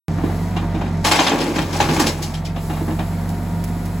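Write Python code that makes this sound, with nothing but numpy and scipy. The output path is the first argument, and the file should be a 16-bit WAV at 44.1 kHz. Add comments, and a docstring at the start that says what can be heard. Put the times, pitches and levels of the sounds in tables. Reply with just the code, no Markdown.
"""A diesel drones, with fan, pump whine and oil hiss: a backhoe at work some metres off on open ground.
Its boom clunks in slack pins, then the bucket tips soil and stones into a steel trailer. Clumps of
stones crash on the ringing bed in two waves over a stream of sliding earth, and heavy soil thumps the
chassis. The drone sinks in level during the crash, then comes back. A few stragglers drop, the boom
clunks again and grit ticks."""
import sys
import numpy as np
from scipy import signal
from scipy.fft import rfft, irfft, next_fast_len
from scipy.io import wavfile
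from scipy.ndimage import map_coordinates

SR = 44100
rng = np.random.default_rng(int(sys.argv[2]) if len(sys.argv) > 2 else 0)


def store_wav(level_fs):
    """Save 16-bit WAV to argv[1]."""
    pcm = np.round(np.clip(np.atleast_2d(level_fs), -1, 1) * 32767)
    wavfile.write(sys.argv[1], SR, pcm.T.astype(np.int16))


N = 176400

# Levels are relative within a layer; a colour is the spectrum of a noise.
# the diesel's firing rate (t/s, f/Hz)
FIRING_RATE = [(0.1, 45.4), (.38, 46.2), (.52, 49), (.68, 46), (.82, 47), (.98, 45.6), (1.2, 44.8),
               (1.6, 45.7), (2.22, 43), (2.53, 45.8), (2.76, 44), (2.98, 45.7), (3.25, 46.9), (4, 47.6)]
# level of the drone, which sinks during the crash and comes back (t/s, level/dB)
DRONE_LEVEL = [(.1, 1), (.55, 1.5), (1.03, 1), (1.25, -10.5), (1.5, -7), (1.78, -2), (2.2, -3.5),
               (2.65, -1.5), (2.85, 0), (3.3, 0), (4, -0.5)]
# exhaust hum and pump whine (multiple of the firing rate, level/dB)
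EXHAUST_TONES = [(1, -31), (1.5, -48.5), (2, -27), (2.5, -53.5), (4, -37.5), (5, -36)]
PUMP_TONES = [(15, -44), (20, -45.5), (26, -53.5), (30, -54.5)]
# dark engine rumble and hard midrange clatter (f/Hz, level/dB)
RUMBLE_COLOUR = [(25, -40), (45, 1), (70, -9.5), (130, 0.5), (200, -0.5), (300, -3), (400, -8.5),
                 (520, -15), (1000, -30), (3000, -80)]
CLATTER_COLOUR = [(200, -24), (480, -1), (650, 4.5), (950, 0.5), (1300, -6.5), (2000, -6.5), (2800, -16.5),
                  (4200, -18.5), (5500, -30.5), (8000, -44), (15000, -48)]
# oil hiss in the valves: its swells (t/s, level/dB) and its colour (f/Hz, level/dB)
HISS_LEVEL = [(.1, -58), (.27, -46), (.42, -45), (.6, -52.5), (1, -59), (2.2, -45), (2.52, -55),
              (2.63, -41), (2.95, -43), (3.4, -45), (4, -44.5)]
HISS_COLOUR = [(1500, -27), (4000, -0.5), (6200, -2), (7700, 2.5), (9500, 0.5), (11500, 2), (15500, -2.5)]
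# clunks of boom and bucket (t/s, thud level/dB, knock level/dB, clink level/dB)
CLUNK_HITS = [(0.179, -27.5, -27.5, -61.5), (0.233, -13.5, -27, -44), (0.294, -33, -28.5, -51),
              (.562, -25.5, -24, -31), (.622, -26.5, -30, -58), (0.742, -27, -29, -40.5),
              (.762, -25.5, -48, -59), (0.808, -25, -23.5, -38.5), (.86, -31, -33, -42.5),
              (2.558, -32, -30, -36.5), (2.694, -25, -24.5, -38), (2.73, -42, -33, -42.5),
              (2.766, -43, -28.5, -44), (2.805, -24, -33, -53), (2.878, -17.5, -26.5, -52),
              (2.904, -24, -31, -43), (2.987, -24.5, -23, -35)]
# low, middle and top of a clunk (f/Hz, level/dB)
THUD_COLOUR = [(100, -21), (220, -0.5), (300, -1), (380, -5.5), (520, -13.5), (1200, -51)]
KNOCK_COLOUR = [(250, -16), (500, -5), (800, 6.5), (1050, -1), (1400, -7), (1900, -9), (2600, -24.5),
                (6000, -43)]
CLINK_COLOUR = [(1200, -25), (2100, -3), (2600, -2), (3600, -0.5), (4600, -11), (7000, -15), (15000, -35)]
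# ring of the bucket and its linkage (f/Hz, level/dB, t60/s)
LINKAGE_MODES = [(320.6, -3.5, 0.12), (1714, -6, 0.22), (2435, 3, 0.059), (2546, -12, 0.16),
                 (2773, 3.5, 0.042), (3120, -5, 0.097), (3764, -1, 0.063)]
# stream of earth (t/s, bass level/dB, middle level/dB, treble level/dB)
EARTH_LEVELS = [(1.03, -49, -56, -49), (1.07, -50, -27, -27), (1.2, -24.5, -23.5, -30.5),
                (1.35, -26.5, -25.5, -38.5), (1.5, -22, -27, -36), (1.67, -31.5, -34.5, -41),
                (1.77, -31, -27, -32.5), (1.95, -27, -29, -34.5), (2.04, -24.5, -24.5, -34),
                (2.161, -33.5, -35, -43.5), (2.32, -46, -41, -43.5), (2.45, -63, -63, -68)]
# clumps of stones on the bed (t/s, clang level/dB, body level/dB, crack level/dB, spray level/dB)
STONE_HITS = [(1.042, -14, -24.5, -19, -18), (1.062, -15.5, -23, -23, -21), (1.11, -10.5, -22, -14, -19),
              (1.149, -16.5, -24, -19, -28), (1.186, -10.5, -22, -17.5, -29), (1.226, -28, -25, -25, -30),
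              (1.263, -15, -22.5, -16.5, -34), (1.313, -18.5, -12.5, -32, -42),
              (1.382, -29, -19.5, -28.5, -40), (1.402, -30, -20.5, -25.5, -28.5),
              (1.463, -41, -29, -36, -40), (1.553, -22.5, -20.5, -30, -36), (1.579, -17.5, -35, -28.5, -42),
              (1.612, -35, -22.5, -33, -48), (1.725, -32, -35, -29.5, -30), (1.797, -12, -15.5, -21.5, -31),
              (1.819, -19.5, -33, -34, -31), (1.884, -17, -16, -27.5, -40), (1.931, -23, -27, -38, -25.5),
              (1.96, -21.5, -21, -42, -32), (1.993, -16.5, -15, -39, -16), (2.062, -21.5, -22.5, -21, -20),
              (2.219, -37, -44, -30.5, -24.5), (2.335, -38, -50, -33, -37), (2.446, -48, -52, -34, -35)]
# the falling load: booming body, steely clang, sharp crack, spray of fine gravel (f/Hz, level/dB)
BODY_COLOUR = [(60, -13), (120, -13), (220, 0), (315, 2.5), (430, -4.5), (620, -12), (1500, -41.5)]
CLANG_COLOUR = [(200, -15), (480, -6), (680, -0.5), (830, 3.5), (1100, -3.5), (1400, -6), (1700, -5),
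                (2000, -10), (2500, -9.5), (3800, -15.5), (6000, -33.5), (15000, -44)]
CRACK_COLOUR = [(800, -28), (1900, -4), (2600, 1), (3900, 3.5), (5200, -1), (7000, -12), (9500, -7),
                (15500, -27)]
SPRAY_COLOUR = [(2000, -21), (4000, -1.5), (5800, 0), (7600, -1.5), (9500, -3), (12000, -8.5),
                (15500, -13.5)]
# ring of the steel bed (f/Hz, level/dB, t60/s)
BED_MODES = [(308, -2, 0.47), (442, -10, 0.27), (560.5, 1, 0.31), (626, -18, 0.53), (732, -17, 0.53),
             (821, 1.5, 0.4), (1136, 3.5, 0.16), (1290, -22, 0.3), (1730, -5, 0.27), (2100, 0.5, 0.14),
             (2330, 2.5, 0.11), (2410, 1, 0.18), (3150, 2.5, 0.083), (3828, -1, 0.17)]
# the bulk of the soil landing (t/s, level/dB) and its deep colour (f/Hz, level/dB)
SLUMP_HITS = [(1.585, -22), (1.8, -23), (1.89, -25)]
SLUMP_COLOUR = [(35, -25), (65, 0), (140, 1.5), (200, -2), (400, -37.5)]
# grit ticking nearby (t/s, level/dB) and its bright colour (f/Hz, level/dB)
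GRIT_HITS = [(3.29, -34), (3.638, -36), (3.677, -38), (3.852, -37.5)]
GRIT_COLOUR = [(2000, -6), (5000, -3.5), (11000, 0), (15500, -4)]
# stereo width (f/Hz, side over mid level/dB) and lean (f/Hz, left over right level/dB)
STEREO_WIDTH = [(60, -20), (250, -17), (500, -13), (1100, -8.5), (2200, -6), (4200, -7.5), (5500, 1.5),
                (6600, -33), (14000, -33)]
STEREO_LEAN = [(60, -0.5), (330, -1.5), (700, 0.7), (3500, 2.5), (9000, 0)]


def amp(db):
    """Decibels to gain."""
    return 10 ** (np.asarray(db) / 20)


def along(points, hz):
    """Read (f/Hz, value) points at hz, on a log frequency axis."""
    freqs, values = np.transpose(points)
    return np.interp(np.log(hz + 1), np.log(freqs + 1), values)


def curves(rows):
    """One value per sample for each column after the time."""
    times, *columns = np.transpose(rows)
    return [np.interp(np.arange(N) / SR, times, column) for column in columns]


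def wobble(per_s):
    """A smooth random curve with per_s knots a second."""
    knots = rng.standard_normal(int(N * per_s / SR) + 4)
    return map_coordinates(knots, [np.arange(N) * per_s / SR])


def filtered(x, response):
    """Equalise x with a gain given as a function of frequency."""
    size = next_fast_len(N + SR // 2)
    return irfft(rfft(x, size) * response(np.fft.rfftfreq(size, 1 / SR)), size)[..., :N]


def texture(colour, grains=1):
    """Coloured mid and side noise, mid at rms 1; sparse grains make it gritty."""
    def response(hz):
        return amp(along(colour, hz)) * np.array([np.ones_like(hz), amp(along(STEREO_WIDTH, hz))])
    pair = filtered(grains * rng.standard_normal((2, N)), response)
    return pair / np.std(pair[0])


def contacts(per_s, spread_db):
    """Random tiny contacts of uneven size."""
    return (rng.random(N) < per_s / SR) * amp(spread_db * np.clip(rng.standard_normal(N), -2, 2))


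def bursts(times, levels_db, rise_s, fall_db_per_s):
    """Envelope of hits with a quick attack and a steady decay; overlaps add in power."""
    age = np.arange(SR // 2) / SR
    shape = np.minimum(age / rise_s, 1) * amp(-fall_db_per_s * np.maximum(age - rise_s, 0))
    power = np.zeros(N + SR)
    for start_s, db in zip(times, levels_db):
        power[round(start_s * SR):][:len(age)] += (amp(db) * shape) ** 2
    return np.sqrt(power[:N])


def ring(x, modes):
    """Send x through decaying modes, with a response of unit energy."""
    age = np.arange(SR // 2) / SR
    response = sum(amp(db - 60 * age / t60) / np.sqrt(t60) * np.cos(2 * np.pi * hz * age)
                   for hz, db, t60 in modes)
    return signal.fftconvolve(x, response[None] / np.linalg.norm(response), axes=1)[:, :N]


def diesel(fan_multiple=3.553):
    """Exhaust, fan and pump follow one shaft; rumble and clatter pulse with the firings."""
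    firing_hz, = curves(FIRING_RATE)
    drone_db, = curves(DRONE_LEVEL)
    firing_phase = 2 * np.pi * np.cumsum(firing_hz) / SR

    def tone(multiple, db, flutter_db, drift_rad):
        gain = np.sqrt(2) * amp(db + flutter_db * wobble(16))
        phase = multiple * firing_phase + drift_rad * wobble(12) + rng.uniform(0, 2 * np.pi)
        return gain * np.sin(phase)

    exhaust = sum(tone(k, db, flutter_db=0.45, drift_rad=0.021) for k, db in EXHAUST_TONES)
    fan = tone(fan_multiple, db=-26.5, flutter_db=1.64, drift_rad=0.11)
    pump = sum(tone(k, db, flutter_db=1.5, drift_rad=0.22) for k, db in PUMP_TONES)
    tones = np.array([exhaust + fan + pump, np.zeros(N)])  # all mid, no side
    rumble = amp(-31.5 + 0.4 * wobble(5.9)) * texture(RUMBLE_COLOUR)
    rumble *= 1 + 0.44 * np.cos(firing_phase)
    clatter = amp(-37.5 + 0.8 * wobble(6.75)) * texture(CLATTER_COLOUR)
    clatter *= 1 + 0.083 * np.cos(firing_phase) + 0.071 * np.cos(firing_phase / 2)
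    return amp(drone_db) * (tones + rumble + clatter)


def oil_hiss():
    """Oil hisses as the valves open."""
    level_db, = curves(HISS_LEVEL)
    return amp(level_db) * texture(HISS_COLOUR)


def boom_clunks():
    """Slack pins knock as the arm changes direction, and the linkage rings briefly."""
    times, *levels = np.transpose(CLUNK_HITS)
    knocks = sum(bursts(times, db, rise_s=0.0064, fall_db_per_s=300) * texture(colour)
                 for db, colour in zip(levels, (THUD_COLOUR, KNOCK_COLOUR, CLINK_COLOUR)))
    return amp(-2.5) * (knocks + amp(-12) * ring(knocks, LINKAGE_MODES))


def sliding_earth():
    """Earth pours as a stream of fine contacts, in three flickering bands."""
    bands = zip(curves(EARTH_LEVELS), (BODY_COLOUR, CLANG_COLOUR, SPRAY_COLOUR))
    return sum(amp(db + 1.17 * wobble(70)) * texture(colour, contacts(per_s=4000, spread_db=0.5))
               for db, colour in bands)


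def stone_crashes():
    """Stones land in clumps of many contacts and throw up gravel; the low body dies away last."""
    times, clang_db, body_db, crack_db, spray_db = np.transpose(STONE_HITS)
    clang_env, crack_env, spray_env = (bursts(times, db, rise_s=0.008, fall_db_per_s=294)
                                       for db in (clang_db, crack_db, spray_db))
    clang = clang_env * texture(CLANG_COLOUR, contacts(per_s=5000, spread_db=1))
    body = bursts(times, body_db, rise_s=0.008, fall_db_per_s=175) * texture(BODY_COLOUR)
    crack = crack_env * texture(CRACK_COLOUR, contacts(per_s=7000, spread_db=1))
    clinks = pebbles(crack_env)
    spray = spray_env * texture(SPRAY_COLOUR, contacts(per_s=11000, spread_db=1))
    return clang + amp(-1.5) * body + amp(-2) * crack + amp(-3.5) * clinks + amp(-1) * spray


def pebbles(envelope, per_s=450, centre_hz=3900, spread_octaves=0.6, t60_s=0.037):
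    """Single pebbles clink, each at its own pitch and pan, as hard as the envelope says."""
    when, pitch, size, pan = rng.random((int(per_s * N / SR), 4)).T
    start = (when * N).astype(int)
    hz = centre_hz * 2 ** (spread_octaves * np.sqrt(3) * (2 * pitch - 1))
    age = np.arange(SR // 16) / SR
    decay = amp(-60 * age / t60_s)
    shower_rms = np.sqrt(per_s * np.sum(decay ** 2) / SR / 2)
    strength = (0.5 + size) * envelope[start] / shower_rms
    mid = strength[:, None] * decay * np.sin(2 * np.pi * hz[:, None] * age)
    side = mid * (2 * pan[:, None] - 1)
    index = (start[:, None] + np.arange(len(age))).ravel()
    return np.array([np.bincount(index, part.ravel(), N)[:N] for part in (mid, side)])


def trailer_bed(impacts, panel_t60_s=0.17):
    """The struck steel bed rings in its main modes and in a dense wash of panel modes."""
    age = np.arange(SR // 2) / SR
    tail = rng.standard_normal((2, len(age))) * amp(-60 * age / panel_t60_s)
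    wash = signal.fftconvolve(impacts, tail / np.linalg.norm(tail[0]), axes=1)[:, :N]
    return impacts + amp(-20.5) * ring(impacts, BED_MODES) + amp(-11.5) * wash


def soil_slumps():
    """Heavy masses of soil land softly and thump the chassis."""
    times, db = np.transpose(SLUMP_HITS)
    return bursts(times, db, rise_s=0.016, fall_db_per_s=140) * texture(SLUMP_COLOUR)


def grit_ticks():
    """A few small, bright ticks of gravel."""
    times, db = np.transpose(GRIT_HITS)
    envelope = bursts(times, db, rise_s=0.003, fall_db_per_s=550)
    return envelope * texture(GRIT_COLOUR, contacts(per_s=5500, spread_db=7))


def place(pair, left_db):
    """Mid and side to stereo, with the left channel left_db above the right."""
    mid, side = pair
    return np.array([mid + side, mid - side]) * amp([[left_db / 2], [-left_db / 2]])


def scene():
    """The backhoe stands ahead, the trailer a touch to the left."""
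    backhoe = diesel() + oil_hiss() + boom_clunks()
    grit = grit_ticks()
    trailer = amp(-2.5) * trailer_bed(stone_crashes() + sliding_earth()) + soil_slumps()
    return place(backhoe + grit, left_db=-0.33) + place(trailer, left_db=0.3)


def microphone_ports(hz, lag_from_hz=7100, lag_s=0.000247):
    """The two ports differ slightly in colour, and the left one lags in the high treble."""
    lag_rad = 2 * np.pi * lag_s * np.maximum(hz - lag_from_hz, 0)
    split = np.array([[0.5], [-0.5]])
    return amp(split * along(STEREO_LEAN, hz)) * np.exp(-1j * split * lag_rad)


def record(dry, low_cut_hz=36, open_s=0.083, ceiling=0.9, top_hz=15950):
    """The microphone opens after an instant of silence, trims both extremes and rounds off peaks."""
    x = filtered(dry, lambda hz: microphone_ports(hz) * np.minimum(hz / low_cut_hz, 1) ** 3)
    x *= np.arange(N) / SR > open_s
    x /= (1 + np.abs(x / ceiling) ** 6) ** (1 / 6)  # soft clip
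    return filtered(x, lambda hz: hz < top_hz)


dry = scene()
out = record(dry)
store_wav(out)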